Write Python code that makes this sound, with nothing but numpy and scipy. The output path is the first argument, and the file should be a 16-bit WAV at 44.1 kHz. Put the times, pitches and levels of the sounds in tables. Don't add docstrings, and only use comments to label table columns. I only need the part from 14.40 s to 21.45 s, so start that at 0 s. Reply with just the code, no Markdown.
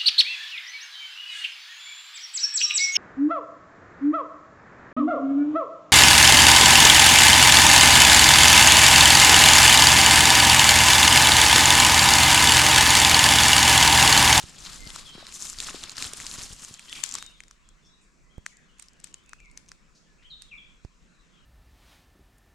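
import sys
import numpy as np
from scipy import signal
from scipy.fft import rfft, irfft, next_fast_len
from scipy.io import wavfile
from scipy.ndimage import uniform_filter1d, map_coordinates

SR = 44100
rng = np.random.default_rng(int(sys.argv[2]) if len(sys.argv) > 2 else 0)


def generate_wav(signal):
    frames = np.transpose(np.atleast_2d(signal))
    scaled = np.clip(frames, -1, 1) * 32767
    pcm = np.round(scaled).astype(np.int16)
    wavfile.write(sys.argv[1], SR, pcm)


N = 311005
STOP_S, CRACKLE_S = 2.804, 3

# frequency in Hz, gain in dB.
MIC_RESPONSE = [(200, -34), (600, -10.5), (1100, -0.5), (3000, 3), (7300, 5), (9500, -2), (12000, -15),
                (15000, -26.5), (16500, -57)]


def amp(db):
    return 10 ** (np.asarray(db) / 20)


def unit(x):
    return x / np.sqrt(np.mean(x ** 2) + 1e-20)


def curve(rows):
    return np.interp(np.arange(N) / SR, *np.transpose(rows))


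def wobble(rate_hz):
    knots = rng.standard_normal(int(N * rate_hz / SR) + 4)
    return map_coordinates(knots, [np.arange(N) * rate_hz / SR])


def coloured(x, points):
    size = next_fast_len(N + 8192)
    hz, db = np.transpose(points)
    gain_db = np.interp(np.log(np.fft.rfftfreq(size, 1 / SR) + 1), np.log(hz + 1), db)
    return irfft(rfft(x, size) * amp(gain_db), size)[..., :N]


def sides(pan_db):
    return amp(np.array([pan_db, -pan_db]) / 2)


def stereo_noise(alike):
    a, b = rng.standard_normal((2, N))
    turn = np.arccos(np.clip(alike, 0, 1)) / 2
    mid, side = np.cos(turn) * a, np.sin(turn) * b
    return np.array([mid + side, mid - side])


def patchy(x, depth_db):
    spectra = signal.stft(x, nperseg=512)[2]
    field = uniform_filter1d(rng.standard_normal(spectra.shape[1:]), size=5, axis=0)
    field = uniform_filter1d(field, size=14, axis=1)
    return signal.istft(spectra * amp(depth_db * unit(field)), nperseg=512)[1][:, :N]


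def crackle(count, centre_hz, spread_db, cycles, scatter_db):
    onset, damping, size, side = rng.random((count, 4)).T[:, :, None]
    t = np.arange(160) / SR
    hz = np.clip(centre_hz * np.exp(0.39 * rng.standard_normal((count, 1))), 300, 16000)
    grains = np.sin(2 * np.pi * hz * t) * np.exp(-t * hz / (cycles * (0.18 + 2 * damping)))
    grains *= amp(-spread_db * np.log(size + 0.009))
    at = ((onset * CRACKLE_S * SR).astype(int) + np.arange(len(t))).ravel()
    gains = sides(scatter_db * (2 * side - 1))
    return np.array([np.bincount(at, (grains * gain).ravel(), N)[:N] for gain in gains])


def footwork():
    # peak time in s, rise in dB/s, hold in s, level in dB,
    # brightness in dB.
    crunches = [(0.0, 300, 0.011, -46, 1), (0.243, 72, .12, -47, 0.5), (0.472, 150, 0.059, -49.5, -1.5),
                (0.562, 500, 0.03, -48.5, 0), (0.746, 145, 0.15, -52.5, -8), (1.018, 74, 0.064, -47.5, 10),
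                (1.186, 504, 0.011, -45, 3), (1.247, 139, 0.028, -44, 3), (1.35, 100, 0.074, -46.5, -0.5),
                (1.472, 98, .05, -49.5, -4.5), (1.58, 500, 0.062, -41, 1.5), (1.777, 190, 0.086, -45, 3),
                (1.943, 145, 0.095, -45.5, 2.5), (2.088, 100, 0.026, -54, 7), (2.234, 106, 0.045, -50, 4.5),
                (2.531, 272, 0.056, -47.5, 3.5), (2.737, 199.5, 0.029, -46.5, 2.5)]
    lift_db_per_s, settle_db_per_s, swish_db = 164, 79.5, -58
    t = np.arange(N) / SR
    peak_s, rise_db_per_s, hold_s, db, bright_db = np.transpose(crunches)[:, :, None]
    attack_db = rise_db_per_s * np.maximum(peak_s - t, 0)
    release_db = lift_db_per_s * np.maximum(t - peak_s - hold_s, 0)
    crunch_power = amp(db - attack_db - release_db) ** 2
    swish_power = amp(swish_db - settle_db_per_s * np.maximum(t - STOP_S, 0)) ** 2
    power = crunch_power.sum(axis=0) + swish_power + 1e-30
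    return 10 * np.log10(power), (crunch_power * bright_db).sum(axis=0) / power


def litter():
    # frequency in Hz, relative density in dB.
    blade_spectrum = [(3240, -24.5), (5500, -4), (7420, 0), (8220, -4.5), (9440, -5), (14400, -22.5),
                      (15200, -40.5), (16000, -56)]
    leaf_spectrum = [(2000, -10.5), (3000, -6.5), (4200, -2), (5500, -4), (7500, -55)]
    stalk_spectrum = [(250, 8), (500, -5), (900, -2), (1100, 4), (2200, 0.5), (3200, -2), (5000, -48)]
    level_db, bright_db = footwork()
    jerk_db = 2.15 * wobble(70)

    def layer(db, spectrum, centre_hz, alike, grainy):
        hiss = unit(coloured(stereo_noise(alike), spectrum))
        breaks = coloured(crackle(4000, centre_hz, spread_db=4, cycles=1.45, scatter_db=-2), spectrum)
        breaks /= breaks[:, :CRACKLE_S * SR].std()
        texture = np.sqrt(1 - grainy) * hiss + np.sqrt(grainy) * breaks
        return amp(db + jerk_db + 1.17 * wobble(40.17)) * texture

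    blades = layer(level_db + bright_db, blade_spectrum, centre_hz=7300, alike=0.73, grainy=0.5)
    leaves = layer(level_db, leaf_spectrum, centre_hz=4030, alike=0.59, grainy=0.64)
    stalk_db = level_db - 4.5 - 0.22 * bright_db
    stalks = layer(stalk_db, stalk_spectrum, centre_hz=1570, alike=0.57, grainy=0.38)
    stem_breaks = crackle(count=200, centre_hz=6000, spread_db=2, cycles=0.7, scatter_db=0)
    stems = amp(level_db + 7) * coloured(stem_breaks, MIC_RESPONSE)
    return (blades + leaves + stalks + stems) * sides(1.19 + 1.2 * wobble(5.74))


def camera_shake():
    # time in s, rumble level in dB.
    shake_levels = [(0.0, -54.5), (0.39, -50.5), (1.04, -61.5), (1.33, -51), (1.55, -59.5), (2.05, -57),
                    (2.5, -62), (3.69, -64), (5.1, -59.5), (7.05, -62.5)]
    # frequency in Hz, relative density in dB.
    rumble_spectrum = [(10, -11), (22, 0.5), (40, 1.5), (70, -13), (120, -21.5), (200, -53)]
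    drone_spectrum = [(70, -23), (115, -11), (145, -0.5), (200, -2.5), (250, -8), (500, -15), (900, -22),
                      (1300, -66.5)]
    shake_db = curve(shake_levels)
    rumble_db = shake_db + 3 * np.array([wobble(29), wobble(3.58)])
    rumble = amp(rumble_db) * unit(coloured(stereo_noise(0.36), rumble_spectrum))
    walking = np.clip(STOP_S - np.arange(N) / SR, 0, 1)
    drone_db = -64.5 + 1.5 * walking + 0.65 * (shake_db - shake_db.mean()) + 1.6 * wobble(14)
    drone = amp(drone_db) * unit(coloured(stereo_noise(0.43), drone_spectrum))
    return rumble + drone * sides(-5.5 + 4 * walking)


def forest():
    # frequency in Hz, relative density in dB.
    high_spectrum = [(2470, -21.5), (4200, -7.5), (5920, -5.5), (7600, -5), (8300, -12), (12000, -29),
                     (14500, -50.5)]
    low_spectrum = [(470, -41), (800, -34), (974, -8), (1460, -9.5), (2600, -12), (3380, -33.5),
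                    (5720, -120)]
    chatter_spectrum = [(2000, -28), (2600, -3.5), (3300, -1), (4200, -8), (5200, -48)]
    # time in s, level in dB.
    chatter_levels = [(2.9, -63), (3.2, -69), (3.8, -89.5), (4.14, -72.5), (4.64, -73), (5.45, -79.5),
                      (6.04, -69), (6.4, -76), (7.05, -69)]

    def bed(db, spectrum, alike, depth_db):
        return amp(db) * unit(coloured(patchy(stereo_noise(alike), depth_db), spectrum))

    high = bed(-71.5, high_spectrum, alike=0.76, depth_db=1.2)
    chatter = bed(curve(chatter_levels), chatter_spectrum, alike=0.39, depth_db=5.5)
    low = bed(-68, low_spectrum, alike=0.23, depth_db=2.5)
    return (high + chatter + low) * sides(1.1)[:, None]


def camera_bumps():
    # start in s, level in dB, frequency in Hz, pan in dB.
    bumps = [(0.039, -34.5, 52.6, -10.5), (0.469, -34, 49.3, 5.5), (0.752, -37.5, 168, -1),
             (0.78, -38, 396, 7), (0.827, -39, 583, 6), (1.345, -32, 350, 6), (1.658, -38.5, 51.1, 10),
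             (1.734, -40, 416, 6), (1.984, -34.5, 109, 4), (2.029, -41, 32.3, 2), (2.108, -39.5, 35.0, 8),
             (2.128, -37.5, 32.3, 5), (2.31, -39.5, 106, -2), (3.981, -30.5, 38.3, -9),
             (6.449, -30.5, 40.6, -9.5)]
    out = np.zeros((2, N))
    t = np.arange(SR // 20) / SR
    for start_s, db, hz, pan_db in bumps:
        drift = 0.1 * np.cumsum(rng.standard_normal(len(t))) * np.sqrt(hz / SR)
        cycles = drift + hz * t + 0.28 * (1 - np.exp(-t / 0.00053))
        push = -np.sin(2 * np.pi * cycles) * np.exp(-t / 0.0054 - 0.52 * hz * t)
        push *= 1 - np.exp(-t / 0.00059)
        tick = 0.24 * uniform_filter1d(rng.standard_normal(len(t)), size=3) * np.exp(-t / 0.00072)
        i = round(start_s * SR)
        out[:, i:i + len(t)] += amp(db) * sides(pan_db)[:, None] * (push / np.abs(push).max() + tick)
    return out


def stem_snaps():
    # break time in s, level in dB, ring in Hz, relative body gain in dB, body in Hz.
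    stems = [(0.063, -48, 4960, -8, 2530), (0.4735, -24.5, 4570, -27, 2000), (0.5028, -24, 3440, -11, 2060),
             (0.5602, -20, 7140, -0.5, 1060), (0.5867, -29, 4390, -9, 1580), (0.8673, -25, 3960, -5, 1960),
             (0.9235, -31, 7300, -3.5, 2540), (1.0985, -19, 7350, -21, 2960),
             (1.186, -20.5, 4800, -14, 2480), (1.2019, -14, 3670, -6.5, 2680),
             (1.286, -26, 5760, 11.5, 1250), (1.4368, -17.5, 3600, -31, 1400),
             (1.495, -20.5, 4230, -9.5, 2800), (1.505, -29, 7200, -25, 2770), (1.518, -25, 7100, -26, 2770),
             (1.568, -24, 4770, -22, 2550), (1.581, -17, 4340, -6.5, 1560), (1.624, -11, 3820, -8, 2490),
             (1.643, -19, 4200, -2.5, 1760), (1.734, -14, 9300, -23, 680), (1.801, -23, 7300, 2, 1940),
             (1.8659, -17, 4800, -8, 2920), (1.913, -23.5, 4230, -13, 1180), (2.0176, -21, 4440, -18, 2500),
             (2.2475, -21.5, 6700, -19, 1430), (2.3399, -26, 7000, -28, 2900),
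             (2.394, -29, 8400, 1.5, 2380), (2.4952, -27.5, 3400, -20, 1960), (2.5274, -27, 3300, 10, 2970),
             (2.6374, -7, 7500, -17, 3000), (2.6617, -20.5, 7300, -30, 1120),
             (2.6905, -25, 7300, -28, 3020), (2.7122, -21, 7240, -20, 3000), (2.723, -23, 5830, -12, 2670),
             (2.74, -15.5, 7430, -21, 2940), (2.752, -13, 8000, -4, 1042), (2.7845, -23, 6000, -7, 2360),
             (2.825, -21, 3820, -0.5, 1390), (2.8628, -28.5, 7400, -32, 2310),
             (3.0038, -33.5, 6950, 10, 2210), (3.036, -35.5, 4930, -2, 2000), (3.0814, -38, 6900, -9, 1880),
             (3.1103, -31.5, 5860, -2, 1360), (3.2889, -39, 7600, -6, 1230), (4.0629, -20, 6360, 7, 1820),
             (4.1693, -38.5, 7350, -13, 1630), (4.3844, -40, 6900, -22, 1040),
             (4.3963, -24, 9000, -21, 2170), (4.423, -29, 8300, -16, 1410), (4.4251, -31, 8800, -19, 3050),
             (4.441, -48, 6600, 2, 2620), (4.459, -48, 6240, -15, 2620), (4.4842, -37, 5100, -17, 2960),
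             (4.533, -46.5, 7500, -21, 2890), (4.6005, -37.5, 8000, -26, 2150),
             (4.6419, -19.5, 8130, -18, 2220), (4.6713, -35, 6070, -6, 2280),
             (4.7417, -27, 7060, -7.5, 2900), (4.861, -45, 6850, -8, 2640), (4.893, -34.5, 8000, -9, 2300),
             (4.9325, -32.5, 5900, 10.5, 1450), (5.002, -42.5, 6950, 1, 2280),
             (5.1134, -41, 8300, -17, 2170), (5.1743, -24.5, 6000, -10, 1940),
             (5.2859, -36.5, 6450, -20, 1470), (5.29, -33, 6100, -17, 1470), (5.3168, -29.5, 4920, 2, 1600),
             (6.0207, -24, 3930, -30, 1810)]
    out = np.zeros((2, N + SR))
    t = np.arange(SR // 12) / SR - 0.006
    after = np.maximum(t - 0.0006, 0)

    def pulse(rise_s, decay_s):
        return np.exp(-after / decay_s) * (1 - np.exp(-after / rise_s))

    for break_s, db, ring_hz, body_db, body_hz in stems:
        pan_db = 2.5 + 4 * rng.standard_normal()
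        noise = rng.standard_normal((3, len(t)))
        creak = 0.063 * noise[0] * np.exp(np.minimum(t, 0) / 0.0021) * (after == 0)
        ring = np.sin(2 * np.pi * ring_hz * after) * pulse(0.000136, 0.00054)
        crack = 0.79 * np.diff(noise[0], prepend=0) * pulse(0.00021, 0.001)
        body = amp(body_db) * np.sin(2 * np.pi * body_hz * after) * pulse(0.00024, 0.00057)
        splinter_gain = 0.06 * np.exp(-after / 0.0024) + 0.019 * np.exp(-after / 0.062)
        splinter = noise[1:] * splinter_gain * (after > 0)
        snap = (ring + crack) / np.abs(ring + crack).max()
        i = round((break_s + t[0]) * SR)
        out[:, i:i + len(t)] += amp(db) * sides(pan_db)[:, None] * (creak + snap + body + splinter)
    return out[:, :N]


def among_trees(start_s, call, direct):
    rt60_s, build_s = 0.53, 0.0053
    t = np.arange(SR // 2) / SR
    echoes = rng.standard_normal((2, len(t))) * amp(-60 * t / rt60_s) * (1 - np.exp(-t / build_s))
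    heard = signal.fftconvolve(call[None], echoes / np.linalg.norm(echoes[0]), axes=1)
    heard[:, :len(call)] += direct * call
    return np.pad(heard, ((0, 0), (round(start_s * SR), N)))[:, :N]


def bird_whistles():
    # start in s, length in s, first and last pitch in Hz, level in dB, pan in dB.
    notes = [(0.39, 0.087, 2100, 2055, -49.5, 11), (0.652, 0.073, 3500, 3150, -44, 1),
             (0.767, 0.074, 4000, 3840, -48.5, -1), (2.49, 0.044, 1890, 2000, -50, 2),
             (2.474, 0.08, 3000, 3500, -47.5, 12), (2.78, 0.09, 3720, 3740, -47, 4),
             (3.419, 0.088, 3500, 3475, -62, 2), (3.487, 0.068, 3800, 3850, -61, 0),
             (3.823, 0.11, 2010, 2017, -66, 3), (3.893, 0.047, 3120, 3270, -62.5, 9.5),
             (4.089, 0.03, 2570, 2217, -57.5, 2), (4.118, 0.031, 2200, 1886, -55, 2),
             (4.161, 0.049, 1910, 1626, -59, 5), (4.28, 0.03, 3240, 2870, -59, -1),
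             (4.696, 0.069, 3050, 3010, -62, 3), (4.85, 0.076, 2725, 2540, -66.5, -23),
             (4.983, 0.041, 2960, 2290, -52.5, 3), (5.039, 0.037, 2420, 2145, -51, 1),
             (5.66, 0.056, 1840, 1700, -62, -1), (5.781, 0.02, 2290, 2750, -57, 0.5),
             (5.844, 0.036, 2820, 3240, -48, 3), (5.901, 0.051, 4260, 3665, -41.5, 0.5),
             (6.112, 0.044, 2930, 2250, -40.5, 1.5), (6.175, 0.032, 3590, 3300, -45.5, -1.5),
             (6.955, 0.034, 3260, 3180, -65, 8)]
    out = np.zeros((2, N))
    for start_s, length_s, first_hz, last_hz, db, pan_db in notes:
        progress = np.arange(int(length_s * SR)) / (length_s * SR)
        glide_hz = last_hz + (first_hz - last_hz) * (1 - progress) ** 3.2
        waver = np.interp(progress, np.linspace(0, 1, 24), rng.standard_normal(24))
        depth = 0.02 + 0.033 * abs(first_hz / last_hz - 1)
        hz = glide_hz * (1 + depth * waver)
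        swell = progress ** 0.59 * (1 - progress)
        note = np.sin(2 * np.pi * np.cumsum(hz) / SR) * swell / swell.max()
        nearness = np.clip((db + 77.5) / 45, 0.1, 1)
        out += amp(db) * sides(pan_db)[:, None] * among_trees(start_s, note, direct=nearness)
    return out


def bird_chips():
    # start in s, length in s, centre in Hz, bandwidth in Hz, level in dB.
    chips = [(2.551, 0.036, 2720, 900, -44.5), (3.447, 0.033, 5600, 1430, -63.5),
             (3.612, 0.032, 7760, 2000, -69.5), (4.075, 0.061, 6800, 1300, -64.5),
             (5.549, 0.037, 5300, 2450, -63), (5.823, 0.015, 2660, 2000, -60)]
    out = np.zeros((2, N))
    for start_s, length_s, hz, width_hz, db in chips:
        t = np.arange(int(length_s * SR)) / SR
        band = signal.butter(2, [hz - width_hz / 2, hz + width_hz / 2], "band", fs=SR)
        rasp = unit(signal.lfilter(*band, rng.standard_normal(len(t))))
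        gate = np.sin(np.pi * t / length_s) ** 0.1
        out += amp(db) * among_trees(start_s, rasp * gate, direct=1)
    return out


def trodden_grass():
    # time in s, gain in dB.
    tick_gains = [(2.9, -59), (3.3, -70), (4.2, -68), (4.4, -56.5), (5.3, -57.5), (5.5, -82.5)]
    start_s = 2.9
    ticks = crackle(count=220, centre_hz=7500, spread_db=5.5, cycles=0.35, scatter_db=-10)
    ticks = np.roll(ticks, round(start_s * SR), axis=1)
    return amp(curve(tick_gains)) * sides(4.5)[:, None] * coloured(ticks, MIC_RESPONSE)


def scene():
    underfoot = litter() + coloured(stem_snaps(), MIC_RESPONSE) + trodden_grass()
    return underfoot + forest() + camera_shake() + camera_bumps() + bird_whistles() + bird_chips()


def record(dry):
    # frequency in Hz, gain in dB.
    right_shading = [(9000, -1), (11000, -7), (13000, -4.5)]
    top_hz = 16400
    ports = np.array([dry[0], coloured(dry[1], right_shading)])
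    return coloured(ports, [(top_hz, 0), (top_hz + 60, -120)])


dry = scene()
out = record(dry)
generate_wav(out)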